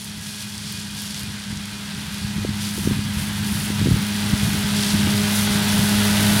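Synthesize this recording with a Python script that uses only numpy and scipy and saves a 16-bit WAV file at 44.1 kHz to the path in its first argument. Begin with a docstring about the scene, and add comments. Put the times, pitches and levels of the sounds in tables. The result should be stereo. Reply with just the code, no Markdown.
"""Mowing an open hayfield

A tractor with a side-mounted disc mower comes closer, and a breeze rumbles and thumps on one microphone.
Sinusoids locked to the blade rate make the disc hum, gear whine and exhaust note; a free one, the turbo.
Filtered noise makes diesel clatter, the swish and hiss of cut stems, and wind; short bursts make cracks.
"""
import sys
import numpy as np
from scipy import signal
from scipy.fft import rfft, irfft
from scipy.io import wavfile
from scipy.ndimage import map_coordinates

SR = 44100
rng = np.random.default_rng(int(sys.argv[2]) if len(sys.argv) > 2 else 0)


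def materialize(psi):
    """Save the field psi as 16-bit PCM at rate SR to the path in sys.argv[1].

    A 1-D psi becomes a single channel; in a 2-D psi each row is a channel.
    """
    bounded = np.clip(np.atleast_2d(psi).T, -1, 1)
    quanta = np.round(bounded * 32767).astype(np.int16)
    wavfile.write(sys.argv[1], SR, quanta)


N = 282240  # samples

# blade passes, sagging in thick grass: time_s, passes_per_s
BLADE_RATE = [(0, 103.5), (.3, 103.4), (.75, 102.7), (1.3, 102.0), (1.7, 102.1), (2.45, 102.7),
              (3.1, 103.3), (3.5, 103.0), (3.9, 103.1), (5.0, 102.4), (5.4, 102.9), (5.75, 102.7),
              (6.1, 103.1), (6.4, 103.2)]
# hum of the discs: time_s, level_db
HUM_LEVEL = [(0, -39.5), (.6, -37), (2.1, -34.5), (2.3, -30.5), (3.7, -27), (3.95, -25), (4.4, -26),
             (5.1, -21.5), (5.35, -22.5), (6.0, -19.8), (6.4, -19.6)]
# hum partials: multiple_of_blade_rate, relative_level_db
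HUM_ORDERS = [(1, -7.5), (2, 0), (3, -22.5)]
# exhaust note, geared to the blades: multiple_of_blade_rate, relative_level_db
EXHAUST_ORDERS = [(6, 0), (6.55, -6), (7, -9), (8, -2.5), (8.5, -14), (9, -29)]
# gear whine: multiple_of_blade_rate, near_level_db, loss_db_per_m_farther_off
GEAR_ORDERS = [(9.43, -49.5, .65), (14.32, -37.5, 2), (15.1, -44.5, 0.5), (16.05, -45, 0.4),
               (19.25, -50, 0.7), (23.96, -45, 0.3), (25.4, -50, 4), (32.2, -48.5, 0.4)]
# turbocharger whistle: time_s, pitch_hz, level_db
TURBO_WHISTLE = [(0, 14900, -85), (2.6, 15080, -68), (3.8, 15110, -60), (3.95, 15120, -50),
                 (4.3, 15130, -60), (5.2, 15350, -68), (5.9, 15600, -53), (6.4, 15580, -51)]

# spectrum of the diesel clatter: frequency_hz, relative_level_db
CLATTER_COLOUR = [(200, -9), (400, -6), (550, -11.5), (720, -8), (920, -0.5), (1100, -5), (1300, -1.5),
                  (1580, -0.5), (1800, -2), (2000, 0), (2350, -3.5), (2900, -1.5), (4000, -3), (9000, -41)]
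# spectrum of the engine block's drone: frequency_hz, relative_level_db
BLOCK_COLOUR = [(250, 9), (400, -3.5), (550, -1), (700, -1), (1000, -7), (2000, -32)]
# spectrum of the swath at the cutter bar: frequency_hz, relative_level_db
SWISH_COLOUR = [(1200, -21), (2400, -9), (3000, -4), (3400, 0.5), (3800, -3), (4300, -.5), (5300, -2),
                (6500, -7.5), (9000, -8), (16000, -38)]
# spectrum of the finer cutting hiss: frequency_hz, relative_level_db
HISS_COLOUR = [(3500, -13), (6000, -2), (7300, -4.5), (8400, -4), (9800, 3), (10800, -1.5), (12600, -3),
               (13600, -5.5), (16000, -9)]
# spectrum of the breeze's rumble: frequency_hz, relative_level_db
BREEZE_COLOUR = [(40, -26), (70, -3.5), (110, 0), (175, 3.5), (240, -6.5), (320, -16), (450, -46.5),
                 (700, -31), (1500, -69)]
# spectrum of the deep, slow eddies: frequency_hz, relative_level_db
SWELL_COLOUR = [(20, -28), (35, -16), (55, -7.5), (78, 2.5), (98, 5.5), (130, -18), (250, -69)]
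# spectrum of the fine turbulence in hard gusts: frequency_hz, relative_level_db
GUST_COLOUR = [(150, -30), (280, 1), (420, -5), (550, -19), (750, -19), (1500, -50)]

# tufts and thin patches at the cutter bar: start_s, length_s, swish_lift_db, hiss_lift_db
TUFTS = [(.01, 0.028, 2.5, 7), (.27, 0.14, 4, 4.5), (.52, 0.12, 2.5, 3), (.7, 0.092, 4.5, 3.5),
         (1.0, 0.063, 4.5, 6), (1.16, 0.027, 4, 3), (2.15, 0.026, 1.5, 1.5), (2.64, 0.016, 5.5, 4.5),
         (2.79, 0.056, 1, 5), (3.19, 0.023, -0.5, 6.5), (3.52, .12, 0.5, 4), (3.9, 0.16, -1, -2),
         (4.18, 0.02, 1.5, 0.5), (4.8, 0.09, 5, 1.5), (5.37, 0.018, 0, 5.5)]
# the toughest stalks crack singly: start_s, relative_peak_db, centre_hz
CRACKS = [(.045, -15.5, 9700), (.554, -16, 5400), (.58, -13, 6800), (.724, -14, 10500), (.801, -17, 8000),
          (1.02, -12, 11000), (1.145, -16, 4900), (1.195, -16, 9000), (1.233, -16, 7500),
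          (1.573, -13.5, 5500), (1.656, -16, 8500), (2.786, -15, 9000), (3.972, -17, 7600),
          (4.834, -4, 4570)]
# gusts: start_s, length_s, rumble_lift_db, deep_eddy_lift_db
GUSTS = [(.19, .04, 0, 11), (1.51, 0.075, 4.5, 15.5), (2.08, 0.13, -0.5, 13), (2.38, 0.16, 6.5, 18),
         (2.82, 0.14, 8.5, 15), (3.12, 0.25, 1.5, 11), (3.48, 0.21, 5, 11), (3.83, 0.12, 10, 21),
         (4.27, 0.3, 7.5, 14), (4.99, 0.079, 7.5, 10), (5.74, 0.18, 2.5, 5)]
# the hardest eddies strike the microphone: centre_s, relative_peak_db, pitch_hz
BUFFETS = [(1.237, -21, 119), (1.528, -20.5, 130), (2.08, -26, 95), (2.249, -16, 89), (2.365, -19, 94),
           (2.384, -14.5, 130), (2.45, -12, 275), (2.492, -13, 117), (2.781, -17.5, 200), (2.792, -23, 215),
           (2.875, -6, 195), (2.911, -11.5, 195), (2.919, -8.5, 109), (2.991, -14.5, 141),
           (3.17, -16, 85.5), (3.529, -16, 129), (3.704, -16, 200), (3.816, -14, 191), (3.827, -12, 95),
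           (3.86, -11.5, 190), (3.872, -9, 225), (3.887, -9, 168), (3.912, -14, 183), (3.92, -7, 91),
           (3.941, -10, 89), (3.964, -18.5, 240), (4.336, -6.5, 114), (4.433, -12, 100), (4.49, -16, 140),
           (4.551, -17, 178), (4.645, -12, 110), (4.95, -11, 130), (4.998, -19, 200), (5.046, -21, 150),
           (5.074, -10.5, 168), (5.503, -11, 133), (5.793, -10, 111)]

START_M, SPEED_M_PER_S, NEAR_M = 42, 4.5, 13
# reference levels at NEAR_M; each growth is a power of 1 / distance (over 1: the ground absorbs too)
MACHINE_DB, MACHINE_FADE_DB_PER_M = -27, 0.6373
SWISH_DB, SWISH_GROWTH = -27, 0.91
HISS_DB, HISS_GROWTH = -26.5, 1.53
NOTE_DB, BOOM_DB, EXHAUST_GROWTH = -40, -38, 1.02
# from afar tall grass muffles exhaust and cutter bar; they open up between these times
MUFFLED_UNTIL_S, CLEAR_FROM_S = 3.15, 5.2
NOTE_MUFFLE_DB, BOOM_MUFFLE_DB = 13, 13.5
SWISH_MUFFLE_DB, HISS_MUFFLE_DB = 3.5, 2.5
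TUFT_ATTACK_S, TUFT_RELEASE_S = 0.05, 0.059
# the breeze freshens steadily: starting level and rise of its rumble and of its deep eddies
BREEZE_DB, BREEZE_DB_PER_S = -39.5, 1.7649
SWELL_DB, SWELL_DB_PER_S = -55, 1.45
GUST_ATTACK_S, GUST_RELEASE_S = 0.055, 0.071
CUTOFF_HZ = 15800


def from_db(db):
    """Amplitude ratio: twenty decibels make a factor of ten."""
    return 10 ** (np.asarray(db) / 20)


def rms_one(x):
    """Normalisation: scale a signal to unit mean power."""
    return x / np.sqrt(np.mean(x ** 2) + 1e-20)


def in_time(rows):
    """Linear interpolation: each column of a timed curve, sample by sample."""
    s, *columns = np.transpose(rows)
    return [np.interp(np.arange(N) / SR, s, column) for column in columns]


def drift(rate_hz):
    """Low-pass noise: slow chance of unit spread, changing about rate_hz times a second."""
    step = 40  # samples between the points of the slow curve
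    pole = np.exp(-2 * np.pi * rate_hz * step / SR)
    chance = rng.standard_normal(N // step + 2002)
    slow = signal.lfilter([1], [1, -2 * pole, pole * pole], chance)[2000:]  # settled part only
    return np.interp(np.arange(N) / step, np.arange(len(slow)), rms_one(slow))


def coloured(x, colour):
    """Source and filter: an excitation takes on a spectrum, at unit power."""
    hz, db = np.transpose(colour)
    bins_hz = np.maximum(np.fft.rfftfreq(N, 1 / SR), 1)
    gain = from_db(np.interp(np.log(bins_hz), np.log(hz), db))
    return rms_one(irfft(rfft(x) * gain, N))


def surges(rows, attack_s, release_s):
    """Gaussian shoulders: each event swells, holds and dies away; one dB curve per lift column."""
    t = np.arange(N) / SR
    lift_db = 0
    for start_s, length_s, *lifts_db in rows:
        before = np.maximum(start_s - t, 0) / attack_s
        after = np.maximum(t - start_s - length_s, 0) / release_s
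        lift_db = lift_db + np.outer(lifts_db, np.exp(-(before + after) ** 2))
    return lift_db


def distance():
    """Uniform motion: metres to the tractor, which drives up at constant speed."""
    return START_M - SPEED_M_PER_S * np.arange(N) / SR


def muffled():
    """Screening: 1 while tall grass hides the machine, 0 once it is in the clear."""
    return in_time([(MUFFLED_UNTIL_S, 1), (CLEAR_FROM_S, 0)])[0]


def partials(passes, orders, flutter, smear):
    """Order locking: lines follow the blades; moving air shakes level and phase, high ones' phase most."""
    out = 0
    for order, db in orders:
        phase = 2 * np.pi * (order * passes + rng.random()) + smear * order * drift(7.4)
        level = from_db(db) * (1 + flutter * drift(9.1))
        out = out + level * np.sqrt(2) * np.sin(phase)
    return out


def throb(passes, blade_db, turn_db, ragged_db):
    """Amplitude modulation: level swells with every blade and disc turn, never twice alike."""
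    swell_db = blade_db * np.cos(2 * np.pi * passes) + turn_db * np.cos(np.pi * passes)
    return rms_one(from_db(swell_db + ragged_db * drift(30)))


def discs(passes):
    """Periodic pressure pulses: the blades beat the air into a deep, steady hum."""
    hum_db, = in_time(HUM_LEVEL)
    return from_db(hum_db) * partials(passes, HUM_ORDERS, flutter=.06, smear=.025)


def machine(passes, farther_m):
    """Broadband and tonal radiation: diesel clatter and gear whine grow as the tractor nears."""
    strokes = throb(passes, blade_db=0.1, turn_db=-0.65, ragged_db=0.78)
    clatter = from_db(2.0) * coloured(rng.standard_normal(N) * strokes, CLATTER_COLOUR)
    # soft ground swallows the low middle from afar, so the block's drone only tells close by
    block = coloured(rng.standard_normal(N), BLOCK_COLOUR) * from_db(-2.0 - 0.69 * farther_m)
    engine_gain = from_db(MACHINE_DB - MACHINE_FADE_DB_PER_M * farther_m)
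    whine = 0
    for order, db, fade_db in GEAR_ORDERS:
        tone = partials(passes, [(order, 0)], flutter=0.53, smear=0.014)
        whine = whine + from_db(db - fade_db * farther_m) * tone
    return engine_gain * (clatter + block) + whine


def snaps(per_s, spread_db):
    """Random impulses: stems part at chance instants, most faintly, a few sharply."""
    sizes = from_db(spread_db * np.minimum(rng.exponential(1, N), 6))
    happens = rng.random(N) < per_s / SR
    return rms_one(happens * sizes * rng.choice([-1, 1], N))


def blade_buzz(passes, smear):
    """Comb spectrum: every disc turn repeats much the same scrape, so the swish has fine strands."""
    one_turn = rng.standard_normal(round(2 * SR / BLADE_RATE[0][1]))  # two blades a turn
    turns = (passes + smear * drift(4.6)) / 2
    return map_coordinates(one_turn, [turns % 1 * len(one_turn)], order=3, mode="grid-wrap")


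def grass(passes, near_db, uneven_db):
    """Friction and fracture noise: the swath swishes, stems snap; levels shift with tufts and thin patches."""
    swish_lift_db, hiss_lift_db = surges(TUFTS, TUFT_ATTACK_S, TUFT_RELEASE_S)
    swish_db = SWISH_DB + SWISH_GROWTH * near_db - SWISH_MUFFLE_DB * muffled() + swish_lift_db
    hiss_db = HISS_DB + HISS_GROWTH * near_db - HISS_MUFFLE_DB * muffled() + hiss_lift_db
    hiss_db = hiss_db + uneven_db * drift(4)
    strokes = throb(passes, blade_db=1.0, turn_db=0.46, ragged_db=0.68)
    stems = from_db(-8.5) * snaps(per_s=2000, spread_db=4.0)
    leaves = from_db(-7.0) * snaps(per_s=3500, spread_db=4.5)
    buzz = from_db(-6.0) * blade_buzz(passes, smear=0.014)
    swish = coloured(strokes * (rng.standard_normal(N) + buzz + stems), SWISH_COLOUR)
    hiss = coloured(strokes * (rng.standard_normal(N) + leaves), HISS_COLOUR)
    return from_db(swish_db) * swish + from_db(hiss_db) * hiss


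def through_air(x, edge_hz, far_loss):
    """Atmospheric absorption: air takes off the highest treble, less and less as the distance closes."""
    top = signal.sosfiltfilt(signal.butter(2, edge_hz, "high", fs=SR, output="sos"), x)
    return x - np.linspace(far_loss, 0, N) * top


def stalks(fade_s, level_db):
    """Impulsive fracture: a tough stalk breaks with a crack about a millisecond long."""
    out = np.zeros(N)
    age_s = np.arange(SR // 100) / SR
    for start_s, db, hz in CRACKS:
        octave = [hz / np.sqrt(2), hz * np.sqrt(2)]
        band = signal.butter(2, octave, "band", fs=SR, output="sos")
        crack = signal.sosfilt(band, rng.standard_normal(len(age_s)) * np.exp(-age_s / fade_s))
        start = round(start_s * SR)
        out[start:start + len(age_s)] += from_db(db + level_db) * crack / np.abs(crack).max()
    return out


def push_pull(age):
    """Pressure doublet: a passing eddy against its age in radians; height 1."""
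    return -age * np.exp((1 - np.minimum(age ** 2, 100)) / 2)


def wind(lumpy_db, swell_lumpy_db, pop_db):
    """Turbulent pressure: eddies rumble at the port and rise in gusts; each strong one thumps."""
    t = np.arange(N) / SR
    gust_db, deep_gust_db = surges(GUSTS, GUST_ATTACK_S, GUST_RELEASE_S)
    breeze_db = BREEZE_DB + BREEZE_DB_PER_S * t + gust_db
    swell_db = SWELL_DB + SWELL_DB_PER_S * t + deep_gust_db + swell_lumpy_db * drift(2.4)
    lumps = from_db(lumpy_db * drift(16))
    rumble = from_db(breeze_db) * coloured(rng.standard_normal(N) * lumps, BREEZE_COLOUR)
    swell = from_db(swell_db) * coloured(rng.standard_normal(N), SWELL_COLOUR)
    # fine turbulence grows with the square of the rumble, so only hard gusts sound ragged
    ragged = from_db(2 * breeze_db + 4) * coloured(rng.standard_normal(N) * lumps, GUST_COLOUR)
    pops = sum(from_db(db) * push_pull(2 * np.pi * hz * (t - s)) for s, db, hz in BUFFETS)
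    pops = signal.sosfilt(signal.butter(2, 55, "high", fs=SR, output="sos"), pops)
    return rumble + swell + ragged + from_db(pop_db) * pops


def turbo():
    """Frequency and amplitude modulation: a thin, airy whistle wavers and mostly climbs."""
    hz, db = in_time(TURBO_WHISTLE)
    wavering_hz = hz + 20 * drift(90)
    tone = np.sqrt(2) * np.sin(2 * np.pi * np.cumsum(wavering_hz) / SR)
    return from_db(db) * drift(30) * tone


def exhaust(passes, near_db):
    """Pulsed flow: the exhaust note and its pipe's boom come through as the tractor draws near."""
    note = partials(passes, EXHAUST_ORDERS, flutter=0.21, smear=0.017)
    boom = partials(passes, [(4, 0)], flutter=0.43, smear=0.064)
    note = from_db(NOTE_DB - NOTE_MUFFLE_DB * muffled()) * note
    boom = from_db(BOOM_DB - BOOM_MUFFLE_DB * muffled()) * boom
    return from_db(EXHAUST_GROWTH * near_db) * (note + boom)


def scene():
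    """Superposition: all sources add at one microphone, alike in both channels."""
    passes = np.cumsum(in_time(BLADE_RATE)[0]) / SR
    distance_m = distance()
    near_db = 20 * np.log10(NEAR_M / distance_m)
    tractor = discs(passes) + machine(passes, distance_m - NEAR_M) + turbo() + exhaust(passes, near_db)
    cutting = through_air(grass(passes, near_db, uneven_db=1.26), edge_hz=12700, far_loss=0.67)
    cracks = stalks(fade_s=0.00077, level_db=-5.5)
    breeze = wind(lumpy_db=2.5, swell_lumpy_db=2.0, pop_db=-1.0)
    return np.tile(tractor + cutting + cracks + breeze, (2, 1))


def record(dry):
    """Band limiting: the microphone sheds the deepest bass and the top is cut."""
    thinned = signal.sosfilt(signal.butter(2, 28, "high", fs=SR, output="sos"), dry)
    return signal.sosfilt(signal.ellip(12, .1, 90, CUTOFF_HZ, fs=SR, output="sos"), thinned)


dry = scene()
out = record(dry)
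materialize(out)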